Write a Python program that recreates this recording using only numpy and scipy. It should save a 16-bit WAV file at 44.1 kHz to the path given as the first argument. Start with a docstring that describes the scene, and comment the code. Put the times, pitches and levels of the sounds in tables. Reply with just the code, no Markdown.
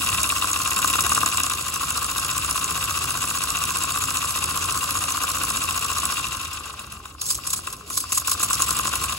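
"""A small twin-cylinder engine on a wooden board runs fast on an air hose, slows almost to a halt
and picks up again. Its valves spit short puffs over a leak that breathes with the crank; at low speed
they chuff, with a thin whistle. Loose rods knock and rattle, ringing themselves and the board, the
pistons scrape and the unbalanced flywheel shakes the board. Close stereo from above, in a small room."""
import sys
import numpy as np
from scipy import signal
from scipy.io import wavfile
from scipy.ndimage import uniform_filter1d

SR = 44100
rng = np.random.default_rng(int(sys.argv[2]) if len(sys.argv) > 2 else 0)


def wrap_up_sound(samples):
    """Save the sound to the file named by the first command line argument, as 16-bit audio."""
    columns = np.atleast_2d(samples).T
    # keep every value between -1 and 1, then stretch to whole-number steps
    tamed = np.clip(columns, -1, 1)
    steps = np.round(tamed * 32767).astype(np.int16)
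    wavfile.write(sys.argv[1], SR, steps)


N = 404824
T = np.arange(N) / SR

# faders of the continuous layers: (time [s], leak [dB], rattle [dB], shaking [dB])
FADERS = [(0.0, -28.5, -29.5, -37.5), (0.51, -28.5, -31.5, -41.5), (1.05, -28, -30, -36.5),
          (1.61, -32, -32.5, -42.5), (2.43, -30, -32, -40), (6.14, -30.5, -31.5, -40.5),
          (6.57, -42, -36, -44.5), (7.18, -53, -50.5, -47.5), (7.31, -24.5, -48.5, -43.5),
          (7.39, -43, -41, -43.5), (7.54, -33.5, -42, -42.5), (7.82, -51.5, -44.5, -45.5),
          (7.98, -28, -51, -43), (8.05, -42, -37.5, -46), (8.18, -26, -46, -43), (8.21, -37, -38.5, -44.5),
          (8.61, -28.5, -31, -40), (9.13, -33.5, -31.5, -39), (9.18, -34, -34.5, -47)]
# resonances of the board: (frequency [Hz], level [dB], t60 [s], left minus right [dB])
BOARD_MODES = [(284, -16.5, 0.037, 1), (476.6, -22.5, 0.051, 6.5), (722, -16.5, 0.022, -4),
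               (1067.7, -0.5, 0.039, 5.5), (1183, -0.5, 0.03, 3), (1290.5, -3, 0.028, 9),
               (1412, -8, 0.035, -4.5), (1569.5, -4.5, 0.017, 7)]
# resonances of the rods: (frequency [Hz], level [dB], t60 [s], left minus right [dB])
ROD_MODES = [(1943, -18.5, 0.046, 1.4), (2426, -4.5, 0.018, 3.7), (2608, -8, 0.041, 4.3),
             (2737, 1.5, 0.019, 3.1), (2906, -7, 0.016, 6.7), (3350, -7, 0.015, 6.3),
             (3746, -8, 0.037, 4.6), (4110, -16, 0.028, 2), (4960, -16, 0.025, 1)]


def valve_air(opening):
    """Air bursts out as a valve opens, over a pulsing leak; slow turns under pressure give long chuffs."""
    # tone of the hiss, with a deep narrow gap near 12.9 kHz: (frequency [Hz], density [dB])
    hiss_spectrum = [(1500, -26.5), (3000, -16), (4300, -9.5), (5500, -8), (6600, -5), (8000, -1),
                     (9200, -2.5), (10300, -4), (11200, -6.5), (12200, -9.5), (12900, -72), (13800, -12.5),
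                     (14800, -21.5), (15600, -10)]
    # stereo focus of the jet: (frequency [Hz], left-right likeness [0-1])
    jet_likeness = [(3000, 0.044), (5500, 0.11), (6500, 1), (15000, 1)]
    in_step_hz, cycle_hz = 6784, 4580  # the jet reaches the right side first: a cycle more per cycle_hz
    jet = stereo_noise(hiss_spectrum, jet_likeness, lambda hz: 2 * np.pi * (hz - in_step_hz) / cycle_hz,
                       patchy_db=3.0, size=256)
    slow = np.clip((13.0 - crank_speed()) / 12.6, 0, 1)
    held = slow * np.clip(opening / 0.29, 0, 1)  # weak openings stay short
    t = np.arange(3000) / SR
    spit = (1 - np.exp(-t / 0.0012)) * (np.exp(-t / 0.0011) + 0.18 * np.exp(-t / 0.0069))
    chuff = (1 - np.exp(-t / 0.0021)) ** 2 * (2.0 * np.exp(-t / 0.0059) + 0.36 * np.exp(-t / 0.012))
    puffs = signal.oaconvolve(opening * (1 - held), spit)[:N]
    puffs += signal.oaconvolve(opening * held, chuff)[:N]
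    puffs += 33.0 * uniform_filter1d(uniform_filter1d(opening, 121), 121)  # air creeps past just before
    turbulence = unit_rms(uniform_filter1d(rng.standard_normal(N), size=90))
    leak = gain_of(curve(FADERS, 1) + (1 + 0.43 * slow) * turn_db(1) - 1.5)  # pulses deeper when slow
    return jet * np.hypot(gain_of(-3.5) * puffs, leak) * gain_of(2.1 * np.clip(turbulence, -2, 2))


def valve_openings():
    """One spike for each valve opening: the rhythm of the crank plus single accents."""
    # puffs of every turn: (moment, pressure share, spread [dB], crawling [dB], cruising [dB], racing [dB])
    puffs = [("second valve", 1, 0.61, -6.5, -10.5, -11.5), ("first valve", 0.41, 1.9, -11, -19.5, -38),
             ("lead", 1, 3.2, -45, -36, -11), ("between", 1, 3, -15.5, -40, -25),
             ("after", .95, 2.5, -12, -32, -21), ("late", .9, 4.1, -44, -22.5, -36)]
    # loudest puffs at full speed: (time [s], level [dB])
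    accents = [(0.2314, -10), (0.2897, -18), (0.764, -12), (0.8764, -10), (1.0064, -4), (1.1159, -11),
               (1.1488, -7), (1.3733, -12), (1.3997, -19), (1.4343, -5.5), (1.498, -8), (1.6821, -10),
               (1.9736, -15), (2.1802, -8.5), (2.3785, -19), (3.04, -24), (3.4363, -14), (4.0183, -12),
               (5.236, -16), (6.053, -16)]
    return crank_spikes(puffs) + spikes(accents)


def valve_pings(opening):
    """The spool and its spring ring briefly as a valve snaps open; a ragged snap colours each ping."""
    # resonances of the spool: (frequency [Hz], level [dB], t60 [s], left minus right [dB])
    spool_modes = [(5076, -9.5, 0.029, -1), (5215, -6.5, 0.045, 6), (6860, 10, 0.0078, -4.5),
                   (11060, 7, 0.013, 2)]
    snap = signal.oaconvolve(opening, np.exp(-np.arange(150) / 34.0))[:N] * rng.standard_normal(N)
    return gain_of(-23.5) * ring(snap, spool_modes, lag_rad=0.22)


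def rod_knocks():
    """Rod ends hit across their slack and ring board and rods; each loud knock is a scuffle of contacts."""
    # loudest knocks: (time [s], level [dB])
    accents = [(0.4219, -13), (0.7188, -12), (0.7657, -17), (0.822, -22), (0.9323, -21), (0.9522, -10),
               (0.9867, -11.5), (1.062, -10.5), (1.1169, -9), (1.2281, -14.5), (1.262, -13), (1.4012, -16),
               (1.499, -17), (1.8357, -17.5), (2.3166, -28), (2.7117, -14.5), (5.0843, -20),
               (7.0544, -24.5), (7.3048, -24), (7.4709, -26), (7.5323, -22), (7.6725, -17.5),
               (7.9029, -20.5), (7.9723, -23), (8.1234, -17), (8.1733, -16), (8.2786, -14), (8.315, -18),
               (8.4008, -13), (8.4302, -13.5), (8.5061, -10.5), (8.5999, -13.5), (8.7934, -13.5),
               (8.8528, -11), (8.8757, -15), (8.9351, -10)]
    # board hits per turn: (moment, pressure share, spread [dB], crawling [dB], cruising [dB], racing [dB])
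    clacks = [("first knock", 0.18, 2.9, -25.5, -20.5, -23),
              ("second knock", 0.57, 3.4, -24.5, -19.5, -21.5), ("reversal", 0.46, 4.5, -34, -22.5, -21.5),
              ("second valve", 1, 9, -33, -30.5, -21), ("half", 0.26, 1.6, -23.5, -31.5, -32),
              ("return", .4, 3.1, -38, -25.5, -23)]
    # rod hits per turn: columns as in clacks
    clinks = [("reversal", 0.21, 3.3, -23, -20.5, -15.5), ("take-up", .4, 5.4, -40, -24, -27),
              ("second valve", 0.89, 8.4, -33, -34.5, -25.5), ("return", 0.28, 5.7, -32, -29, -29)]
    # loudest clinks: (time [s], level [dB])
    loud_clinks = [(0.177, -16), (0.2399, -15), (0.2997, -16), (0.3601, -16), (0.4209, -12), (1.3219, -18),
                   (1.3818, -21), (2.4404, -25), (5.2784, -16), (5.8227, -19), (6.099, -20), (6.1679, -20),
                   (6.2412, -15), (6.3195, -17), (6.4068, -28), (6.4687, -24), (6.6513, -36), (6.9217, -33)]
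    blows = spikes(accents)
    scuffles = np.exp(-np.arange(200) / 23.0) * rng.standard_normal((len(accents), 200))
    tails = np.zeros(N + 200)
    for at, scuffle in zip(np.flatnonzero(blows), scuffles):
        tails[at:at + 200] += 0.056 * blows[at] * scuffle
    blows = gain_of(-0.5) * (blows + tails[:N])
    bright = gain_of(-8.0 + 2.0 * np.cos(2 * np.pi * (crank_angle() - .05)))  # most at the first valve
    board = ring(blows + crank_spikes(clacks), BOARD_MODES, lag_rad=0.79)
    rods = ring(blows * bright + crank_spikes(clinks) + spikes(loud_clinks), ROD_MODES, lag_rad=1.64)
    return board + rods


def joint_rattle(modes, turn_column, per_s, db, lead_samples, lag_rad):
    """Small irregular taps of loose joints at either cylinder, harder where the load changes over."""
    taps = gain_of(2.7 * np.minimum(rng.exponential(1, N), 3)) * rng.choice([-1, 1], N)
    taps *= (rng.random(N) < per_s / SR) * gain_of(turn_db(turn_column))
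    other = rng.random(N) < .4  # taps of the other cylinder reach the right side sooner
    right = taps * ~other + np.roll(taps * other, -lead_samples)
    return unit_rms(ring([taps, right], modes, lag_rad)) * gain_of(curve(FADERS, 2) + db)


def flywheel_shake():
    """Wavering harmonics of the shaft over a low rumble; both sound through the board on its table."""
    # shaft harmonics: (multiple of crank speed, level [dB])
    orders = [(3, -1), (4, 1), (5, 0.5), (6, 2.5), (7, -5.5), (8, -11.5), (9, 2.5), (10, 0.5), (11, 0),
              (13, -2), (15, -1), (18, 0)]
    # tone of the shaking board: (frequency [Hz], density [dB])
    body = [(18, -47), (30, -36), (46, -7), (75, 0.5), (243, -11), (280, -8.5), (488, -16), (532, -15),
            (900, -20.5), (1170, -38), (1980, -120)]
    times = np.arange(0, N + 400, 400) / SR
    wavers = unit_rms(uniform_filter1d(rng.standard_normal((len(orders), len(times))), size=25, axis=1))
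    speed, angle, hum = np.interp(times, T, crank_speed()), crank_angle(), np.zeros(N)
    for (multiple, db), waver in zip(orders, wavers):
        level = gain_of(db + 2.8 * waver + at_hz(body, multiple * speed))
        hum += np.interp(T, times, level) * np.sin(2 * np.pi * (multiple * angle + rng.random()))
    rumble = stereo_noise(body, likeness=[(100, 0.96), (300, 1.0), (700, 0.75)],
                          lead_rad=np.zeros_like, patchy_db=3.0, size=2048)
    return (unit_rms(hum) + rumble) * gain_of(curve(FADERS, 3) - 2.0 + np.array([[-.7], [.7]]))


def piston_scrape():
    """Pistons and rods scrape in their guides: a wide hiss that pulses with the crank."""
    level_db = curve(FADERS, 2) + 1.134 * turn_db(3) - 12.5
    return noise_band([2200, 5500], N) * gain_of(level_db + np.array([[1.5], [-1.5]]))


def whistle():
    """A thin whistling hiss while the engine labours at low speed."""
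    # whistle envelope: (time [s], level [dB])
    envelope = [(7.16, -70), (7.2, -40), (7.29, -45), (7.31, -25), (7.36, -63), (7.42, -46), (7.8, -61),
                (8.0, -43), (8.5, -48), (8.8, -60)]
    start = int(envelope[0][0] * SR)
    hiss = noise_band([4600, 5400], N - start) * gain_of(curve(envelope, 1)[start:])
    return np.pad(hiss, ((0, 0), (start, 0)))


def room(x, t60_s=0.24):
    """Sparse reflections of a small room die away, a separate set on each side."""
    delay = np.arange(8000)
    echoes = rng.choice([-1., 1.], (2, 8000)) * (rng.random((2, 8000)) < .05)
    echoes *= gain_of(-60 * delay / SR / t60_s) * (delay > 100)
    return signal.oaconvolve(x, echoes / np.linalg.norm(echoes[0]), axes=1)[:, :N]


def crank_speed():
    """The tempo of the engine in turns a second."""
    # fast run, near stall, recovery: (time [s], speed [turns/s])
    tempo = [(0.0, 18.709), (0.33, 16.369), (0.93, 18.295), (1.39, 17.688), (1.47, 14.097), (1.7, 13.1),
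             (1.9, 13.941), (2.25, 15.218), (4.43, 14.884), (5.22, 15.293), (5.5, 14.684), (5.94, 14.38),
             (6.14, 14.608), (6.36, 11.593), (6.42, 8.767), (6.8, 6.901), (6.86, 8.39), (7.05, 6.991),
             (7.19, 5.774), (7.28, 2.935), (7.4, 3.853), (7.46, 5.619), (7.62, 4.387), (7.7, 6.238),
             (7.76, 3.045), (7.94, 4.971), (8.06, 3.734), (8.1, 5.559), (8.61, 11.34), (8.78, 12.338),
             (9.19, 11.595)]
    return curve(tempo, 1)


def crank_angle(start_turns=-1.287):
    """Crank angle in turns."""
    return start_turns + np.cumsum(crank_speed()) / SR


def turn_db(column):
    """A swell that repeats with every turn of the crank."""
    # one turn: (angle [turns], leak [dB], board rattle [dB], rod rattle [dB])
    swells = [(0, 1.5, 4.5, 7), (.1, 5.5, 7, 4), (.2, 5, 2, 9), (.3, 4, 5, 3), (.4, 3.5, 5, 12.5),
              (.5, 0, 0, -3.5), (.6, 7, 1, 2.5), (.7, 0, 0.5, 4.5), (.8, -2, -6, 2.5), (.9, 3.5, 4.5, 10)]
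    rows = np.array(swells)
    return np.interp(crank_angle(), rows[:, 0], rows[:, column], period=1)


def crank_spikes(pattern, slack_s=.0008):
    """A slightly uneven spike as the crank passes each moment; speed and pressure set its strength."""
    # supply pressure: (time [s], level [dB])
    pressure = [(0, -2), (1.0, 2), (1.5, 0), (1.6, -4), (1.9, 1), (6.15, 0), (6.22, -8), (7.1, -33),
                (7.2, -6.5), (7.56, -3), (7.7, -6.5), (7.86, -27), (7.92, -2), (8.7, 5.5), (8.8, 1),
                (9.05, 1.5), (9.18, -9)]
    # moments of every turn: name -> (angle [turns], lag [s])
    moments = {"first valve": (-.03, .009), "second valve": (.35, 0), "lead": (-.115, 0),
               "between": (.2, 0), "after": (.49, 0), "late": (.595, 0), "first knock": (-.03, .0115),
               "second knock": (.35, .004), "reversal": (.015, 0), "take-up": (.12, 0), "return": (-.16, 0),
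               "half": (.63, 0)}
    # crank speeds: (crawling [turns/s], cruising [turns/s], racing [turns/s])
    paces = [9, 15, 17]
    out, turns = np.zeros(N), np.arange(-1, 120)
    angle, speed, pressure_db = crank_angle(), crank_speed(), curve(pressure, 1)
    for moment, share, spread_db, *levels_db in pattern:
        turn, lag_s = moments[moment]
        slack, force = np.clip(rng.standard_normal((len(turns), 2)).T, -1.5, 1.5)
        times = np.interp(turns + turn, angle, T, left=-1, right=-1) + lag_s + slack_s * slack
        db = np.interp(np.interp(times, T, speed), paces, levels_db)
        db += share * np.interp(times, T, pressure_db) + spread_db * force
        out += spikes(np.transpose([times, db])[(times > 0) & (times < T[-1])])
    return out


def ring(blows, modes, lag_rad):
    """Blows ring a set of decaying modes, each lagging in phase on the right."""
    t, response = np.arange(2500) / SR, np.zeros((2, 2500))
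    for k, (hz, db, t60, pan_db) in enumerate(modes):
        level = gain_of(db - 60 * t / t60 + pan_db / 2 * np.array([[1], [-1]]))
        response += (-1) ** k * level * np.sin(2 * np.pi * hz * t - np.array([[0], [lag_rad]]))
    response *= (1 - np.exp(-t / 0.00062)) ** 2  # contact takes a moment
    return signal.oaconvolve(np.atleast_2d(blows), response / abs(response).max(), axes=1)[:, :N]


def stereo_noise(spectrum, likeness, lead_rad, patchy_db, size):
    """Coloured noise with drifting patches; likeness and phase lead tie right to left."""
    frames, hz = 4 * N // size + 5, np.fft.rfftfreq(size, 1 / SR)
    a, b, c, d, patches = rng.standard_normal((frames, len(hz), 5)).T
    left, unrelated = a + 1j * b, c + 1j * d
    patches = unit_rms(uniform_filter1d(uniform_filter1d(patches, size=3, axis=0), size=9, axis=1))
    same = np.clip(at_hz(likeness, hz), 0, 1)[:, None]
    right = same * left * np.exp(1j * lead_rad(hz))[:, None] + np.sqrt(1 - same ** 2) * unrelated
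    bins = np.array([left, right]) * gain_of(at_hz(spectrum, hz)[:, None] + patchy_db * patches)
    return unit_rms(signal.istft(bins, nperseg=size, noverlap=size * 3 // 4)[1][:, :N])


def noise_band(edges_hz, samples):
    """Band-passed noise, unrelated left and right."""
    band = signal.butter(2, edges_hz, "bandpass", fs=SR, output="sos")
    return unit_rms(signal.sosfilt(band, rng.standard_normal((2, samples))))


def spikes(table):
    """One spike for each (time [s], level [dB]) row."""
    times, db = np.transpose(table)
    out = np.zeros(N)
    np.add.at(out, np.clip((times * SR).astype(int), 0, N - 1), gain_of(db))
    return out


def at_hz(points, hz):
    """A spectrum read on a log-frequency axis."""
    point_hz, value = np.transpose(points)
    return np.interp(np.log(hz + 1), np.log(point_hz + 1), value)


def curve(table, column):
    rows = np.array(table)
    return np.interp(T, rows[:, 0], rows[:, column])


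def gain_of(db):
    return 10 ** (np.asarray(db) / 20)


def unit_rms(x):
    return x / np.sqrt(np.mean(x ** 2) + 1e-20)


def scene():
    """Air, linkage, scrape and shake; only the linkage is sent to the room."""
    rattle = joint_rattle(BOARD_MODES, turn_column=2, per_s=700, db=-2.0, lead_samples=2, lag_rad=0.42)
    rattle += joint_rattle(ROD_MODES, turn_column=3, per_s=700, db=-5.5, lead_samples=9, lag_rad=1.04)
    opening = valve_openings()
    linkage = rod_knocks() + rattle
    air = valve_air(opening) + valve_pings(opening) + whistle()
    return air + linkage + piston_scrape() + flywheel_shake() + room(gain_of(-9.5) * linkage)


def record(dry, ceiling=0.85, low_cut_hz=44, high_cut_hz=15850):
    """The microphone drops the deepest bass and rounds off the peaks; a steep filter trims the top."""
    low_cut = signal.sosfilt(signal.butter(4, low_cut_hz, "highpass", fs=SR, output="sos"), dry)
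    rounded = ceiling * np.tanh(low_cut / ceiling)
    high_cut = signal.firwin(511, high_cut_hz, window=("kaiser", 9), fs=SR)
    return signal.oaconvolve(rounded, high_cut[None], "same")


dry = scene()
out = record(dry)
wrap_up_sound(out)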